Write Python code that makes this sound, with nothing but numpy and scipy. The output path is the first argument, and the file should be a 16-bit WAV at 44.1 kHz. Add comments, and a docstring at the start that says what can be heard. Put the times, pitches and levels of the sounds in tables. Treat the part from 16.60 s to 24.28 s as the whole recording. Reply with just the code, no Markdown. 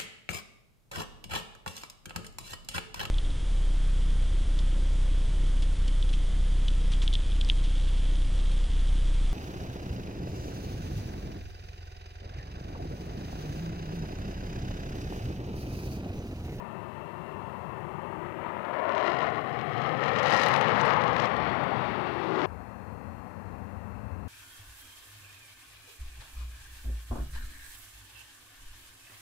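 """Far down a runway a fighter jet on afterburner begins as faint shaped noise and breathy whines.
As it lifts off the roar swells, its pressure peaks steepen into crackling shocks, and delayed copies
off the ground comb the sound. At 5.86 s a hard cut leads to a transport jet rolling far away: smooth
bass-heavy noise with faint whines. One microphone feeds the left channel; the right input only hisses."""
import sys
import numpy as np
from scipy import signal
from scipy.fft import rfft, irfft, next_fast_len
from scipy.io import wavfile
from scipy.ndimage import uniform_filter1d

SR = 44100
rng = np.random.default_rng(int(sys.argv[2]) if len(sys.argv) > 2 else 0)


def store_wav(level_fs):
    """Save 16-bit WAV to argv[1]."""
    pcm = np.round(np.clip(np.atleast_2d(level_fs), -1, 1) * 32767)
    wavfile.write(sys.argv[1], SR, pcm.T.astype(np.int16))


N = 338681

# All source levels are set ahead of the microphone gain, the near bounce and the rounding of peaks.

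# Borders in Hz between thunder, rumble, growl, roar, rasp, crackle and sizzle.
PLUME_EDGES_HZ = [95, 250, 480, 1400, 3200, 5500]
# How strongly each of those seven bands takes part in the shocks (factor).
SHOCK_REACH = [0, 0.17, 0.54, 0.7, 0.65, 1.12, 1.28]
# Colour of the exhaust inside the bands. Each row: frequency in Hz, relative density in dB per Hz.
PLUME_COLOUR = [(25, -74), (45, -38.5), (84, -20), (135, -6), (270, -8.5), (380, -4), (500, -3), (900, 1),
                (1300, -2.5), (1560, -7), (1900, -5), (2200, -10), (2500, -13), (2850, -13), (3200, -18),
                (3600, -18.5), (4250, -23.5), (5500, -35.5), (8000, -55), (10000, -62), (15500, -70)]
# How much of the roar has steepened. Each row: time in seconds, share of shocks from 0 to 1.
STEEPNESS = [(0, 0), (1.9, 0.66), (2.3, 1), (2.7, 0.8), (3.2, 0.4), (3.7, 0.74), (4.0, 0.55), (4.25, 0.56),
             (4.7, 0.5), (5.2, 0.07), (5.86, 0.24)]
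FIRST_SHARP_BAND = 5  # from crackle upward the steeper fronts rule


def fighter_exhaust():
    """Turbulent mixing noise and steepened shocks share one colour; each band follows its own level."""
    levels_db = fighter_levels()
    share = in_time(STEEPNESS)[0]
    noise = rng.standard_normal(N)
    trains = shock_train(per_s=1300.0, spread_db=2.0, clump_db=4.0, steepening=2.6)
    bands = split(np.array([noise, *trains]), PLUME_COLOUR, PLUME_EDGES_HZ)
    plume = spurts() + strong_shocks(body_hz=2940, body_db=28.0, edge_hz=4800, edge_db=9.0,
                                     edge_floor_db=-77, ragged_ms=1.04)
    for k, (turbulence, blunt, sharp) in enumerate(bands):
        shocks = sharp if k >= FIRST_SHARP_BAND else blunt
        steep = np.clip(share * SHOCK_REACH[k], 0, 1)
        mix = np.sqrt(1 - steep) * rms_one(turbulence) + np.sqrt(steep) * rms_one(shocks)
        plume = plume + from_db(levels_db[k]) * mix
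    return plume


# Exhaust as the jet rolls, lifts and passes. Each row: time in seconds, roar in dB, crackle in dB.
FIGHTER_LEVELS = [(0, -47, -75), (1.0, -45.5, -74.5), (1.6, -44, -79), (2.0, -39, -71.5),
                  (2.26, -33.5, -64.5), (2.32, -32, -60), (2.5, -34, -54), (2.56, -34.5, -57),
                  (2.62, -32.5, -56.5), (2.85, -38, -62), (3.1, -39, -59.5), (3.22, -35.5, -54.5),
                  (3.36, -36, -57.5), (3.46, -31.5, -51.5), (3.53, -32.5, -51.5), (3.6, -30, -47.5),
                  (3.82, -28.5, -41), (3.95, -27, -45.5), (4.0, -30, -48.5), (4.1, -28, -48),
                  (4.3, -27.5, -49.5), (4.45, -28.5, -52.5), (4.6, -30.5, -51), (4.75, -32.5, -54.5),
                  (4.85, -33.5, -55), (5.05, -33.5, -57), (5.25, -34.5, -55), (5.4, -36.5, -57),
                  (5.55, -36.5, -57), (5.7, -36.5, -56), (5.78, -32.5, -54), (5.86, -32, -53.5)]
# Its slower bass. 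Each row: time in seconds, thunder in dB, rumble in dB, growl in dB.
FIGHTER_BASS = [(0, -55.5, -47.5, -61), (1.1, -54.5, -46.5, -54.5), (1.75, -54, -48, -57),
                (2.15, -60, -49.5, -45.5), (2.4, -58, -48.5, -41), (2.7, -59, -40, -40.5),
                (2.9, -60, -42.5, -42), (3.25, -61, -42, -39.5), (4.0, -58, -35.5, -39.5),
                (4.35, -52, -34.5, -41), (4.8, -48.5, -38.5, -39.5), (5.15, -51, -38.5, -41.5),
                (5.45, -50, -42, -45), (5.86, -57, -41.5, -35.5)]
# Rasp above a blend of roar and crackle. Each row: time in seconds, lift in dB.
RASP_LIFT = [(0, 1.7), (1.0, 1.5), (1.7, 7.5), (2.3, 3.8), (3.0, 6.1), (3.6, 4.1), (4.3, 3.9), (4.65, 3.7),
             (4.95, 4), (5.15, 2.5), (5.4, 3.1), (5.7, 0.91), (5.86, 0.67)]
RASP_LEAN = 0.46  # share of the crackle in that blend
# Trim of the topmost band. Each row: time in seconds, gain in dB.
SIZZLE_TRIM = [(0, 0), (2.3, 3), (2.6, 2), (3.2, -1), (3.6, 1), (3.8, 2.5), (4.0, -2), (4.1, -1.5),
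               (4.25, 0.5), (4.4, -1), (4.6, 2), (4.8, -4), (5.5, -4.5), (5.86, 3.5)]
# The untrimmed sizzle stands at SIZZLE_DB when crackle is at LOUD_CRACKLE_DB, and swings wider (factor).
SIZZLE_DB, SIZZLE_SWING, LOUD_CRACKLE_DB = -55, 1.53, -46


def fighter_levels():
    """Level of each band in dB, from thunder up to sizzle; rasp and sizzle follow the crackle."""
    roar, crackle = in_time(FIGHTER_LEVELS)
    rasp = in_time(RASP_LIFT)[0] + roar + RASP_LEAN * (crackle - roar)
    sizzle = SIZZLE_DB + in_time(SIZZLE_TRIM)[0] + SIZZLE_SWING * (crackle - LOUD_CRACKLE_DB)
    return in_time(FIGHTER_BASS) + [roar, rasp, crackle, sizzle]


def shock_train(per_s, spread_db, clump_db, steepening):
    """Random overpressure fronts of one sign, in clumps; stronger fronts are steeper, so they rule the treble."""
    rate = per_s * from_db(clump_db * drift(rate_hz=9.0))
    born = rng.random(N) < rate / SR
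    size_db = spread_db * np.minimum(rng.exponential(1, N), 4)
    blunt = born * from_db(size_db)
    sharp = born * from_db(steepening * size_db)
    return blunt, sharp


# The strongest shocks, before filtering. Each row: time in seconds, strength in dB, sharp edge in dB.
SHOCKS = [(2.05, -43, -74), (2.136, -46, -74), (2.2933, -34, -73), (2.323, -33, -73), (2.3504, -32, -72),
          (2.38, -28, -71), (2.4095, -33, -65), (2.4422, -36, -75), (2.4794, -31, -67), (2.4987, -36, -71),
          (2.5883, -34, -60), (2.6064, -32, -75), (2.6178, -32, -73), (2.99, -35, -73), (3.0136, -37, -73),
          (3.218, -39, -67.5), (3.293, -32, -74), (3.4379, -29, -71), (3.481, -31, -71), (3.562, -26, -71),
          (3.587, -28, -67), (3.629, -43, -51), (3.673, -47, -55), (3.683, -53, -53), (3.7055, -32, -46),
          (3.718, -24, -61), (3.7338, -39, -51), (3.766, -47, -50), (3.814, -45, -50), (3.82, -45, -54),
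          (3.83, -39, -50), (3.8355, -32, -44), (3.862, -47, -46), (3.886, -28, -46), (3.9384, -49, -47),
          (3.941, -24, -56), (3.963, -23, -46), (3.9769, -52, -53), (4.012, -24, -48), (4.0836, -28, -68),
          (4.179, -50, -53), (4.212, -43, -53), (4.253, -35, -57), (4.258, -46, -49), (4.2635, -50, -57),
          (4.307, -29, -57), (4.3363, -34, -66), (4.4384, -27, -57), (4.48, -32, -69), (4.5657, -25, -58),
          (4.5992, -29, -59), (4.655, -31, -56), (4.7666, -31, -59), (5.0115, -51, -74), (5.038, -39, -62),
          (5.792, -33, -74), (5.8178, -29.5, -68)]


def strong_shocks(body_hz, body_db, edge_hz, edge_db, edge_floor_db, ragged_ms):
    """Single fronts that stand out: a rounded overpressure with a dip behind it, and a ragged sharp edge."""
    s, strength_db, sharp_db = np.transpose(SHOCKS)
    at = np.round(s * SR).astype(int)
    fronts, edges = np.zeros((2, N))
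    fronts[at] = from_db(strength_db + body_db)
    # only the part of each sharp edge above a fixed floor counts; weaker edges add nothing
    edges[at] = np.maximum(from_db(sharp_db) - from_db(edge_floor_db), 0) * from_db(edge_db)
    body = filtered(fronts, 4, body_hz)
    body = filtered(body, 1, 600, "high")  # leaves the dip
    decay = np.exp(-1000 / (ragged_ms * SR))
    tearing = signal.lfilter([1], [1, -decay], edges) * rng.standard_normal(N)
    return body + filtered(tearing, 1, [edge_hz, 2.27 * edge_hz], "band")


# Spurts of tearing crackle. Each row: time in seconds, strength in dB before gain and smoothing.
SPURTS = [(2.0485, -61), (2.1338, -57), (2.2924, -58), (2.2924, -53), (2.2979, -51), (2.3156, -49),
          (2.3488, -51), (2.3548, -42), (2.3782, -41), (2.4082, -43), (2.4401, -42), (2.4776, -42),
          (2.5523, -51), (2.5873, -50), (2.5873, -39), (2.6247, -40), (2.7, -43), (2.8153, -52),
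          (2.8946, -55), (2.947, -50), (2.9894, -49), (3.0108, -49), (3.0682, -54), (3.0931, -54),
          (3.1186, -48), (3.1789, -46), (3.2014, -48), (3.2163, -41), (3.2667, -50), (3.2839, -48),
          (3.3231, -49), (3.3735, -45), (3.4269, -43), (3.4363, -43), (3.4363, -35), (3.4553, -41),
          (3.4807, -32), (3.5311, -44), (3.5596, -40), (3.5825, -36), (3.587, -33), (3.6304, -29),
          (3.6818, -38), (3.7042, -33), (3.7222, -23), (3.7451, -32), (3.7638, -32), (3.7746, -26),
          (3.8342, -23), (3.8835, -28), (3.9382, -29), (3.9611, -26), (3.9958, -50), (4.011, -31),
          (4.021, -37), (4.0824, -33), (4.1926, -37), (4.2107, -25), (4.251, -38), (4.2774, -42),
          (4.3057, -34), (4.334, -32), (4.4146, -37), (4.4381, -41), (4.4785, -41), (4.5139, -48),
          (4.5633, -34), (4.5827, -37), (4.598, -26), (4.6187, -33), (4.6456, -39), (4.6546, -31),
          (4.6965, -45), (4.7404, -43.5), (4.7653, -49), (4.9384, -53), (5.0108, -53), (5.0367, -45),
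          (5.107, -52), (5.3126, -57), (5.5989, -50), (5.6353, -51), (5.6438, -51), (5.7062, -48),
          (5.8164, -42)]
SPURT_RISE_MS, SPURT_FALL_MS, SPURT_GAIN_DB = 1.7, 2.06, -6
# Lower and upper edge of the spurt noise in Hz.
SPURT_BAND_HZ = [2900, 6100]


def spurts():
    """Clumps of small fronts too dense to part: short bursts of bright noise."""
    s, strength_db = np.transpose(SPURTS)
    shape = np.zeros(N)
    shape[np.round(s * SR).astype(int)] = from_db(strength_db + SPURT_GAIN_DB)
    rise, fall = np.exp(-1000 / (np.array([SPURT_RISE_MS, SPURT_FALL_MS]) * SR))
    shape = signal.lfilter([1], [1, -fall], shape + 1e-18)
    shape = signal.lfilter([1 - rise], [1, -rise], shape)
    return shape * rms_one(filtered(rng.standard_normal(N), 3, SPURT_BAND_HZ, "band"))


# Echoes as the jet climbs. Each row: time in seconds, delays in ms off runway, verge, apron and sand,
# then strengths (factors) of runway, verge, apron and sand; below zero, sand turns the wave over.
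GROUND_ECHOES = [(0.0, 3.1, 4.3, 1.55, 3.6, 0.15, 0.15, 0.1, -0.05),
                 (0.7, 2.75, 4.2, 1.55, 3.6, 0.1, 0.1, 0.05, -0.05),
                 (1.4, 3.03, 4.28, 1.69, 2.81, 0.04, 0.02, 0.12, -0.22),
                 (1.7, 3.12, 3.85, 1.48, 2.61, 0.12, 0.12, 0.1, -0.18),
                 (2.0, 3.02, 3.96, 1.62, 2.48, 0.07, 0.05, 0.12, -0.45),
                 (2.25, 2.78, 3.95, 1.74, 2.31, 0.23, 0.05, 0.15, -0.36),
                 (2.5, 2.71, 3.86, 1.36, 2.21, 0.27, 0.05, 0.19, -0.29),
                 (2.8, 2.62, 3.72, 1.42, 2.07, 0.36, 0.18, 0.42, -0.14),
                 (3.1, 2.52, 3.93, 1.41, 1.9, 0.21, 0.15, 0.21, -0.26),
                 (3.35, 2.09, 3.72, 1.42, 1.96, 0.2, 0.3, 0.19, -0.25),
                 (3.6, 2.0, 3.59, 1.49, 1.85, 0.2, 0.28, 0.33, -0.0),
                 (3.9, 2.15, 3.51, 1.5, 2.89, 0.17, 0.13, 0.14, -0.12),
                 (4.3, 2.16, 3.56, 1.72, 2.78, 0.1, 0.08, 0.14, -0.11),
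                 (5.0, 2.62, 3.4, 1.27, 1.8, 0.1, 0.11, 0.16, -0.0),
                 (5.5, 2.43, 3.42, 1.21, 1.92, 0.07, 0.08, 0.06, -0.02),
                 (5.86, 2.43, 3.42, 1.21, 1.92, 0.07, 0.08, 0.06, -0.02)]


def ground_comb(plume):
    """Rough ground returns few highs: softened delayed copies comb the sound, power held about even."""
    delays_ms, strengths = np.split(np.array(in_time(GROUND_ECHOES)), 2)
    soft = filtered(plume, 2, 1600)
    combed = plume + sum(strength * echo(soft, ms) for ms, strength in zip(delays_ms, strengths))
    power = 1 + sum(strength ** 2 for strength in strengths)
    return combed / np.sqrt(power)


# A narrow howl in the low roar comes and goes. Each row: time in seconds, level in dB before wavering.
HOWL = [(0, -49.5), (0.75, -50.5), (1.0, -56), (1.3, -47.5), (1.8, -44.5), (2.1, -50), (4.9, -64),
        (5.1, -45), (5.25, -42.5), (5.4, -38), (5.65, -40), (5.86, -36)]
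HOWL_HZ, HOWL_WIDTH_HZ = 370.7, 83
# Strong gliding bands, a list each for high, middle and low.
# Each row: time in seconds, centre in Hz, level in dB.
ROAR_BANDS = [
    [(1.8, 560, -54), (2.1, 590, -46), (2.4, 630, -35), (2.7, 688.5, -45), (3.0, 737, -43), (3.3, 761, -40),
     (3.6, 789, -45), (4.0, 810, -41), (4.4, 831, -39), (4.8, 835, -45), (5.0, 830, -75)],
    [(2.0, 401, -64), (2.4, 420, -39), (2.9, 440, -48.5), (3.3, 500, -42.5), (3.6, 520, -37.5),
     (4.0, 500, -40), (4.4, 499.7, -37), (4.7, 521.5, -48), (5.0, 522, -72)],
    [(2.4, 125.2, -71), (2.9, 130, -47), (3.25, 134.7, -39.5), (3.7, 130, -45.5), (4.2, 135, -41.5),
     (4.6, 135, -44), (5.0, 135.4, -67)],
]
# Widths of those three bands in Hz.
ROAR_BAND_WIDTHS_HZ = [130, 88, 48]


def howl_and_roar_bands():
    """Narrow bands of noise stand out of the roar: a wavering howl and three that glide."""
    tones = from_db(in_time(HOWL)[0]) * whines([(HOWL_HZ, HOWL_WIDTH_HZ, 0)], waver_db=1.5, waver_pitch=0.00993)
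    for band, width_hz in zip(ROAR_BANDS, ROAR_BAND_WIDTHS_HZ):
        band_hz, band_db = in_time(band)
        tones = tones + from_db(band_db) * breathy_tone(band_hz, width_hz)
    return tones


# How far compressions outgrow rarefactions. Each row: time in seconds, lean from 0 to 1.
LEAN = [(0, 0), (1.8, 0.07), (2.3, 0.06), (3.0, 0), (3.7, 0.07), (4.2, 0.02), (4.7, 0), (5.3, 0.03),
        (5.86, 0.07)]
STEADY_S = 0.05  # span over which strength is averaged, here and in the breathy tones


def lean(x):
    """Loud air is lopsided: a share of the squared pressure joins the wave."""
    envelope = np.sqrt(uniform_filter1d(x ** 2, size=int(STEADY_S * SR)) + 1e-12)
    squared = filtered(x ** 2 / envelope, 2, [150, 2500], "band")
    return x + np.clip(in_time(LEAN)[0], 0, 1) * squared


# Breathy turbine whines. Each row: mean frequency in Hz, width in Hz, level in dB before lift and wavering.
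FIGHTER_WHINES = [(951, 200, -52), (1803, 68, -64.5), (2676, 164, -61), (4240, 120, -92)]
# Lift of all of them together. Each row: time in seconds, gain in dB.
WHINE_LIFT = [(0, -0.5), (0.7, 0.5), (1.3, 2.5), (1.7, -0.5), (2.2, -14), (5.86, 4)]


def fighter():
    """The exhaust combed by the ground joins the howl and leans into compressions; whines lie on top."""
    roar = ground_comb(fighter_exhaust()) + howl_and_roar_bands()
    whine = from_db(in_time(WHINE_LIFT)[0]) * whines(FIGHTER_WHINES, waver_db=1.8, waver_pitch=0.004)
    return lean(roar) + whine


# Far exhaust. Each row: time in seconds, rumble in dB, drone in dB, roar in dB.
TRANSPORT_ENGINES = [(5.86, -46, -51, -47.5), (6.201, -44.5, -48.5, -48), (6.6, -47, -48.5, -48),
                     (7.0, -46, -48, -48), (7.3, -43, -49.5, -48), (7.68, -42, -46, -49.5)]
# Borders in Hz between rumble, drone and roar.
TRANSPORT_EDGES_HZ = [140, 300]
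# Its colour inside those bands. Each row: frequency in Hz, relative density in dB per Hz.
TRANSPORT_COLOUR = [(15, -45), (30, -32), (60, -6.5), (86, 2), (110, -2.5), (140, -12.5), (200, -5.5),
                    (270, -13), (360, -19.5), (480, -14.5), (650, -17.5), (800, -15.5), (1050, -18),
                    (1400, -23.5), (1900, -27.5), (2700, -43.5), (3300, -50.5), (6000, -70), (15500, -90)]
# Faint fan whines. Each row: mean frequency in Hz, width in Hz, level in dB before wavering.
TRANSPORT_WHINES = [(2440, 110, -74.5), (2670, 190, -69.5), (4215, 230, -82.5)]


def transport():
    """Smooth far exhaust noise, heavy in the bass, with faint fan whines."""
    bands = split(rng.standard_normal(N), TRANSPORT_COLOUR, TRANSPORT_EDGES_HZ)
    levels_db = in_time(TRANSPORT_ENGINES)
    exhaust = sum(from_db(db) * rms_one(band) for db, band in zip(levels_db, bands))
    return exhaust + whines(TRANSPORT_WHINES, waver_db=1.0, waver_pitch=0.009)


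def whines(modes, waver_db, waver_pitch):
    """Blade tones blurred by turbulent air, wavering in strength and pitch."""
    total = 0
    for hz, width_hz, level_db in modes:
        strength = from_db(level_db + waver_db * drift(rate_hz=3.6))
        pitch_hz = hz * (1 + waver_pitch * drift(rate_hz=1.2))
        total = total + strength * breathy_tone(pitch_hz, width_hz)
    return total


def breathy_tone(hz, width_hz):
    """A tone blurred to a narrow band: slow noise on a carrier that may glide; evened in strength."""
    blur = filtered(rng.standard_normal((2, N + SR)), 3, width_hz / 2)[:, SR:]  # drop the filter's start
    phase = 2 * np.pi * np.cumsum(hz * np.ones(N)) / SR
    tone = rms_one(blur[0] * np.cos(phase) + blur[1] * np.sin(phase))
    return tone / np.sqrt(uniform_filter1d(tone ** 2, size=int(STEADY_S * SR)) + 1e-9)


# Bounce off the ground just before the microphone. 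Each row: time in seconds, strength from 0 to 1.
NEAR_ECHO = [(0, 0.32), (1.4, 0.52), (2.0, 0.03), (2.5, 0.45), (2.8, 0.45), (3.2, 0.6), (3.6, 0.35),
             (4.2, 0.1), (4.9, 0.4), (5.5, 0.06), (6.0, 0.24), (6.8, 0.3), (7.2, 0.05), (7.68, 0.08)]
# How late it arrives. Each row: time in seconds, delay in ms.
NEAR_ECHO_MS = [(0, 0.96), (2.0, 0.94), (2.6, 0.99), (3.2, 0.96), (3.8, 1), (4.5, 0.96), (5.2, 0.87),
                (7.68, 1)]


def near_bounce(air):
    """The small surface before the microphone returns only the highs, about a millisecond late."""
    highs = signal.filtfilt(*signal.butter(1, 2450, "high", fs=SR), air)
    return air + in_time(NEAR_ECHO)[0] * echo(highs, in_time(NEAR_ECHO_MS)[0])


def echo(x, delay_ms):
    """The sound a little later."""
    return np.interp(np.arange(N) - delay_ms * SR / 1000, np.arange(N), x)


def from_db(db):
    """Level in dB to amplitude."""
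    return 10 ** (np.asarray(db) / 20)


def rms_one(x):
    """The sound scaled to an RMS of 1."""
    return x / np.sqrt(np.mean(x ** 2) + 1e-20)


def filtered(x, order, hz, kind="low"):
    """Butterworth filter."""
    return signal.sosfilt(signal.butter(order, hz, kind, fs=SR, output="sos"), x)


def in_time(rows):
    """Columns of a table, joined by straight lines in time."""
    s, *columns = np.transpose(rows)
    return [np.interp(np.arange(N) / SR, s, c) for c in columns]


def drift(rate_hz):
    """Slow chance of spread 1: noise twice through a one-pole low-pass."""
    r = np.exp(-2 * np.pi * rate_hz / SR)
    slow = signal.lfilter([1], [1, -2 * r, r * r], rng.standard_normal(N + SR))
    return rms_one(slow[SR:])


def split(x, spectrum, edges_hz, overlap=0.21):
    """Colour a sound and part it into neighbouring bands that sum back to the whole."""
    size = next_fast_len(N)
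    pitch = np.log(np.arange(1, size // 2 + 2) * SR / size)  # log frequency, as is the overlap
    hz, db = np.transpose(spectrum)
    coloured = rfft(x, size) * from_db(np.interp(pitch, np.log(hz), db))
    below = [0] + [.5 - .5 * np.tanh((pitch - np.log(e)) / overlap) for e in edges_hz] + [1]
    return [irfft(coloured * (b - a), size)[..., :N] for a, b in zip(below, below[1:])]


CUT_S, CUT_FADE_S = 5.859, 0.0004
MIC_GAIN_DB = 5.0


def scene():
    """The two jets, one after the other, on the left input; the right input is open."""
    after = np.clip((np.arange(N) / SR - CUT_S) / CUT_FADE_S + .5, 0, 1)
    air = (1 - after) * fighter() + after * transport()
    return np.array([from_db(MIC_GAIN_DB) * near_bounce(air), np.zeros(N)])


# Colour of the preamplifier hiss. Each row: frequency in Hz, relative density in dB per Hz.
HISS_COLOUR = [(15, 8), (60, 10), (250, 2.5), (1000, 1.5), (15500, -1.5)]
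# Hiss level before the top is cut. Each row: level in dB, left input first, then right.
HISS_DB = [
    [-69.5],
    [-67],
]
HEADROOM, CUTOFF_HZ = 0.7, 15720  # amplitude ceiling of the rounding; stopband edge of the low-pass


def record(dry):
    """Peaks round off, each input adds its own hiss, the top is cut."""
    hiss = split(rng.standard_normal((2, N)), HISS_COLOUR, [])[0]
    rounded = HEADROOM * np.tanh(dry / HEADROOM)
    wet = rounded + from_db(HISS_DB) * rms_one(hiss)
    return signal.sosfilt(signal.cheby2(18, 50, CUTOFF_HZ, fs=SR, output="sos"), wet)


dry = scene()
out = record(dry)
store_wav(out)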